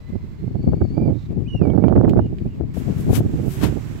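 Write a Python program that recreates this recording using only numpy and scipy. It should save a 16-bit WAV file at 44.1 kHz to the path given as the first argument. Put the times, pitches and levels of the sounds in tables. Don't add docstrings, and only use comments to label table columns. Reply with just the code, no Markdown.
import sys
import numpy as np
from scipy import signal
from scipy.fft import rfft, irfft
from scipy.io import wavfile

SR = 44100
rng = np.random.default_rng(int(sys.argv[2]) if len(sys.argv) > 2 else 0)


def file_out(sig):
    cols = np.atleast_2d(sig).T
    lim = np.clip(cols, -1, 1)
    pcm = np.round(lim * 32767).astype(np.int16)
    wavfile.write(sys.argv[1], SR, pcm)


N = 176400
T = np.arange(N) / SR
HZ = np.fft.rfftfreq(N, 1 / SR)


def amp(db):
    return 10 ** (np.asarray(db) / 20)


def unit(x):
    return x / np.sqrt(np.mean(x ** 2) + 1e-20)


def colour(x, points):
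    hz, db = np.transpose(points)
    return irfft(rfft(x) * amp(np.interp(np.log(HZ + 1), np.log(hz), db)), N)


def noise(points):
    return unit(colour(rng.standard_normal(N), points))


def drift(hz):
    return unit(irfft(rfft(rng.standard_normal(N)) * np.exp(-(HZ / hz) ** 2), N))


def phase_of(hz):
    return 2 * np.pi * np.cumsum(hz) / SR


def field_echo(x, t60_s=0.38):
    t = T[:SR // 2]
    tails = [rng.standard_normal(len(t)) * amp(-60 * t / t60_s) for _ in range(2)]
    return np.array([signal.fftconvolve(x, tail / np.linalg.norm(tail))[:N] for tail in tails])


def field_air():
    # (frequency [Hz], level [dB])
    spectrum = [(100, 4), (400, 12.5), (750, 2), (1050, 2), (1400, -4), (2200, -2.5), (3200, -9.5),
                (5000, -12.5), (6200, -18.5), (7700, -16.5), (9000, -27), (10500, -26), (12300, -20.5),
                (15800, -24)]
    # (left [dB], right [dB])
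    sides_db = [-55, -50.5]
    return np.array([amp(db + 1.2 * drift(16)) * noise(spectrum) for db in sides_db])


def port_wind(curve, buffets):
    # (band centre [Hz], level [dB], growth [dB per dB of wind])
    eddy_bands = [(28.7, -38.5, 0.23), (64, -27, 0.53), (126, -20.5, 0.72), (266.5, -24, 1.05),
                  (496.5, -36.5, 1.72), (971, -63, 3), (1980, -79.5, 2)]
    ref_db, eddies_per_s, spread_db, clump_db = -20, 700, 5.5, 4
    buffet_s, blow_db, sharpest_db, port_hz = 0.016, 7, 24, 85
    level = np.interp(T, *np.transpose(curve))
    clumps = clump_db * drift(30) / np.hypot(1, amp(level - ref_db) ** 2)
    power = amp(level + clumps) ** 2
    strikes = rng.random(N) < eddies_per_s / SR
    size = amp(spread_db * rng.uniform(-1, 1, N))
    for s, db in buffets:
        power += amp(db) ** 2 * np.exp(-(2 * (T - s) / buffet_s) ** 2)
        strikes[round(s * SR)], size[round(s * SR)] = True, amp(blow_db)
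    pushes = strikes * rng.choice([-1, 1], N)
    strength = size * np.sqrt(power) / amp(ref_db)
    sharpness = strength / np.hypot(1, strength / amp(sharpest_db))
    jw = 1j * HZ / port_hz
    low_cut = jw ** 2 / (1 + jw + jw ** 2)
    centres = [row[0] for row in eddy_bands]
    knots = np.log([centres[0] / 2] + centres + [centres[-1] * 2])
    spectrum = 0
    for k, (_, db, growth) in enumerate(eddy_bands):
        band = low_cut * np.interp(np.log(HZ + 1), knots, np.arange(len(knots)) == k + 1)
        band /= np.sqrt(np.mean(abs(band) ** 2))
        train = pushes * strength * sharpness ** (growth - 1) / np.std(pushes * size ** growth)
        spectrum += amp(db) * band * rfft(train)
    return irfft(spectrum, N)


def gusts():
    # (time [s], level [dB])
    wind_left = [(0, -42), (.28, -46.5), (.5, -39.5), (.66, -24.5), (.88, -30), (1.1, -40), (1.2, -57),
                 (1.34, -25), (1.5, -34), (1.72, -37.5), (1.95, -28), (2.2, -28.5), (2.36, -32),
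                 (2.72, -32.5), (2.88, -19), (3.0, -29.5), (3.12, -15.5), (3.3, -29.5), (3.5, -39.5),
                 (3.66, -33.5), (3.78, -48.5), (4, -46)]
    wind_right = [(0, -53.5), (.07, -56), (.3, -34), (.38, -43), (.48, -30), (.62, -33.5), (.92, -38),
                  (.98, -16), (1.15, -19.5), (1.24, -43.5), (1.57, -37.5), (1.63, -14), (1.9, -14),
                  (2.18, -15.5), (2.25, -24), (2.4, -38.5), (2.76, -47.5), (3.0, -30.5), (3.1, -22.5),
                  (3.48, -22.5), (3.56, -37.5), (3.65, -13.5), (3.8, -28.5), (4, -34.5)]
    # (peak time [s], level [dB])
    buffets_left = [(.098, -31), (.513, -25.5), (0.643, -23), (0.677, -17), (0.691, -22.5), (0.734, -13),
                    (.852, -18.5), (.912, -26), (1.024, -20), (1.089, -19), (1.308, -22.5), (1.378, -23),
                    (1.552, -17.5), (1.633, -22.5), (1.978, -11.5), (2.086, -17.5), (2.164, -16),
                    (2.61, -15.5), (2.637, -22), (2.772, -19), (3.132, -20.5), (3.207, -14.5), (3.343, -21)]
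    buffets_right = [(.135, -24), (.156, -19.5), (.439, -24.5), (.556, -17), (.677, -16.5), (.695, -20),
                     (.817, -12.5), (0.98, -16), (1.128, -28), (1.616, -12.5), (1.654, -19.5), (1.778, -17),
                     (1.84, -9), (1.883, -10), (1.926, -13), (1.962, -10.5), (2.013, -11), (2.048, -10),
                     (2.079, -15), (2.135, -14), (2.173, -13), (2.194, -10), (2.329, -21), (2.461, -20),
                     (3.106, -17), (3.195, -27.5), (3.481, -19.5), (3.634, -15.5)]
    return np.array([port_wind(wind_left, buffets_left), port_wind(wind_right, buffets_right)])


def kite_whistle(contour):
    waver, waver_hz, flutter_db = .004, 130, 2.8
    third_db, third_top_hz = -15, 6900
    s, hz, fundamental_db, octave_db = np.transpose(contour)
    pitch = np.interp(T, s, hz) * (1 + waver * drift(waver_hz))
    phase = phase_of(pitch)
    gate = np.clip((T - s[0]) / 0.0076, 0, 1) * np.clip((s[-1] - T) / .01, 0, 1)
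    fundamental = amp(np.interp(T, s, fundamental_db)) * np.sin(phase)
    third_gain = amp(third_db) / np.hypot(1, (3 * pitch / third_top_hz) ** 30)
    overtones = np.sin(2 * phase) + third_gain * np.sin(3 * phase)
    overtones *= amp(np.interp(T, s, octave_db) + 0.5 * drift(25))
    return np.sqrt(2) * gate * (fundamental + overtones) * amp(flutter_db * drift(waver_hz))


def far_kite(start, length, top_hz, db, hiss_db, roughness, bend):
    # (frequency [Hz], level [dB])
    rasp = [(2000, -39.5), (3500, -3), (7300, -10), (9000, -24.5)]
    arch = np.sin(np.pi * np.clip((T - start) / length, 0, 1))
    pitch = top_hz * (1 - bend * (1 - arch) ** 2) * (1 + roughness * drift(500))
    envelope = amp(db + 3 * drift(60)) * arch ** 0.61
    return envelope * (np.sin(phase_of(pitch)) + amp(hiss_db) * noise(rasp))


def red_kites(echo_db=-15, pan_db=4.5):
    # (time [s], pitch [Hz], fundamental [dB], octave [dB])
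    long_whistle = [(0, 2017, -73, -67), (.055, 2000, -69, -73), (.118, 2050, -61, -79.5),
                    (.234, 2055, -68.5, -74), (.3, 2040, -72, -82), (.48, 2150, -74.5, -78),
                    (.57, 2170, -76, -75), (.61, 2243, -76, -67.5), (.665, 2257, -67, -66.5),
                    (.74, 2216, -76.5, -72.5), (.815, 2280, -63, -69), (.85, 2250, -68, -65),
                    (.89, 2200, -80.5, -68.5), (.988, 2360, -61, -68.5), (1.04, 2370, -57.5, -73.5),
                    (1.065, 2354, -59.5, -64), (1.11, 2140, -66, -79)]
    high_whistle = [(1.452, 2310, -75, -90), (1.47, 2500, -50.5, -83), (1.479, 2956, -49, -72),
                    (1.494, 2970, -44.5, -73), (1.522, 2890, -48.5, -75.5), (1.556, 2840, -46.5, -73),
                    (1.588, 2778, -47, -73), (1.618, 2560, -66, -85.5), (1.636, 2400, -51.5, -66),
                    (1.66, 2274, -57, -77), (1.71, 2235, -56.5, -91.5), (1.765, 2180, -77, -83.5),
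                    (1.8, 2185, -80, -89), (1.83, 2260, -56.5, -77), (1.875, 2380, -57, -82.5),
                    (1.925, 2220, -71, -87.5)]
    # (start [s], length [s], top pitch [Hz], level [dB], hiss share [dB],
    # pitch roughness [0-1], pitch bend [0-1])
    far_notes = [(0.83, .07, 5050, -73, -3, .025, .05), (1.128, 0.15, 3830, -61, -8, .06, .04),
                 (2.17, 0.14, 2880, -60.5, -18, .04, .25), (2.455, 0.12, 2830, -63.5, -16, .045, .25)]
    calls = kite_whistle(long_whistle) * amp(2.2 * drift(30))
    calls += kite_whistle(high_whistle)
    calls += sum(far_kite(*note) for note in far_notes)
    return (calls + amp(echo_db) * field_echo(calls)) * amp([[-pan_db], [pan_db]])


def ticks_and_crack():
    snaps = [(1.7014, -29.5, 3600, -6.5), (1.8832, -18, 7000, -22), (2.0954, -11.5, 20000, -28),
             (2.3855, -20, 4500, -28)]
    # (frequency [Hz], gain [dB])
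    snap_eq = [(500, -13), (2500, 8), (4200, 2.5), (6000, -11), (7500, -2), (9700, -21.5), (12000, -12.5),
               (15000, -6)]
    ring_hz, ring_s, tail_s, tail_db, left_db = 3170, 0.0023, 0.012, -28.5, -22
    out = np.zeros(N)
    for s, db, top_hz, ring_db in snaps:
        age, gain = np.maximum(T - s, 0), amp(db) * (T >= s)
        snap = gain * amp(tail_db) * np.exp(-age / tail_s) * rng.standard_normal(N)
        snap[round(s * SR)] = amp(db)
        out += irfft(rfft(colour(snap, snap_eq)) / np.hypot(1, (HZ / top_hz) ** 2), N)
        out += gain * amp(ring_db) * np.exp(-age / ring_s) * np.sin(2 * np.pi * ring_hz * age)
    return out * amp([[left_db], [0]])


def brushes(grain_db=1.5, right_db=-27):
    # (peak time [s], rise [s], fall [s], level [dB], scrape share [dB])
    strokes = [(2.79, 0.071, 0.039, -48, -28), (3.005, 0.033, 0.038, -43.5, -24),
               (3.158, 0.021, 0.019, -23, -3), (3.535, 0.052, 0.042, -37.5, -34),
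               (3.639, 0.016, 0.026, -31.5, 8.5)]
    # (frequency [Hz], level [dB])
    hiss_eq = [(800, -15), (3000, 0), (5000, -2.5), (7700, 1.5), (9300, -2), (10700, 1.5), (12000, 7),
               (13500, -3), (15800, -1.5)]
    scrape_eq = [(150, -11), (400, -4), (800, 2.5), (1500, -1.5), (3000, -6), (5000, -12), (9000, -20),
                 (16000, -40)]
    hiss_gain, scrape_gain = np.zeros(N), np.zeros(N)
    for s, rise, fall, db, scrape_db in strokes:
        stroke = amp(db) * np.exp(-abs((T - s) / np.where(T < s, rise, fall)) ** 1.08)
        stroke *= np.clip((s + 2.64 * fall - T) / .008, 0, 1)
        hiss_gain += stroke
        scrape_gain += stroke * amp(scrape_db)
    grain = unit(amp(grain_db * drift(500)))
    friction = np.array([hiss_gain * noise(hiss_eq) + scrape_gain * noise(scrape_eq) for _ in range(2)])
    return grain * friction * amp([[0], [right_db]])


def rubbing():
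    # (time [s], level [dB])
    envelope = [(2.745, -46.5), (2.92, -45), (3.06, -45), (3.24, -49), (3.36, -46), (3.47, -47),
                (3.6, -39.5), (3.69, -41.5), (3.78, -45), (3.88, -44.5), (4, -46)]
    # (frequency [Hz], level [dB])
    left_eq = [(200, 6), (600, 2), (1300, -3.5), (2500, -6.5), (4200, -16), (7500, -15), (9500, -18),
               (12200, -13.5), (13500, -17), (15800, -26)]
    right_eq = [(200, 0.5), (600, -2), (1300, -4), (2500, -8), (4200, -14.5), (6000, -16), (7700, -14),
                (9200, -30), (12200, -26), (15800, -23)]
    # (left [dB], right [dB])
    sides_db = [-2, 0.5]
    hiss = np.array([noise(left_eq), noise(right_eq)]) * amp(sides_db)[:, None]
    return hiss * amp(np.interp(T, *np.transpose(envelope)) + 0.55 * drift(120))


def handling(start_s=2.735):
    contact = np.clip((T - start_s) / 0.0062, 0, 1)
    return contact * (brushes() + rubbing())


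def distant_lowing(echo_db=-9, left_db=-3):
    # (start [s], length [s], first, middle and last pitch [Hz], harmonics 1, 2 and 3 [dB])
    calls = [(3.45, .19, 358, 378, 392, -40, -62, -68)]
    voice = np.zeros(N)
    for start, length, first_hz, middle_hz, last_hz, *harmonics_db in calls:
        progress = np.clip((T - start) / length, 0, 1)
        glide = np.polyval(np.polyfit([0, .5, 1], [first_hz, middle_hz, last_hz], 2), progress)
        phase = phase_of(glide * (1 + 0.0018 * drift(50)))
        tone = sum(amp(db) * np.sin(k * phase) for k, db in enumerate(harmonics_db, 1))
        voice += np.sqrt(2) * np.sin(np.pi * progress) * tone
    return (voice + amp(echo_db) * field_echo(voice)) * amp([[left_db], [0]])


def scene():
    field = red_kites() + distant_lowing() + field_air()
    return field + gusts() + ticks_and_crack() + handling()


def record(dry, top_hz=15850):
    clipped = dry / (1 + dry ** 6) ** (1 / 6)
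    fades = np.clip(np.minimum(T, T[-1] - T) / .003, 0, 1)
    low_pass = signal.firwin(511, top_hz, window=("kaiser", 9), fs=SR)
    return signal.oaconvolve(clipped * fades, low_pass[None], "same")


dry = scene()
out = record(dry)
file_out(out)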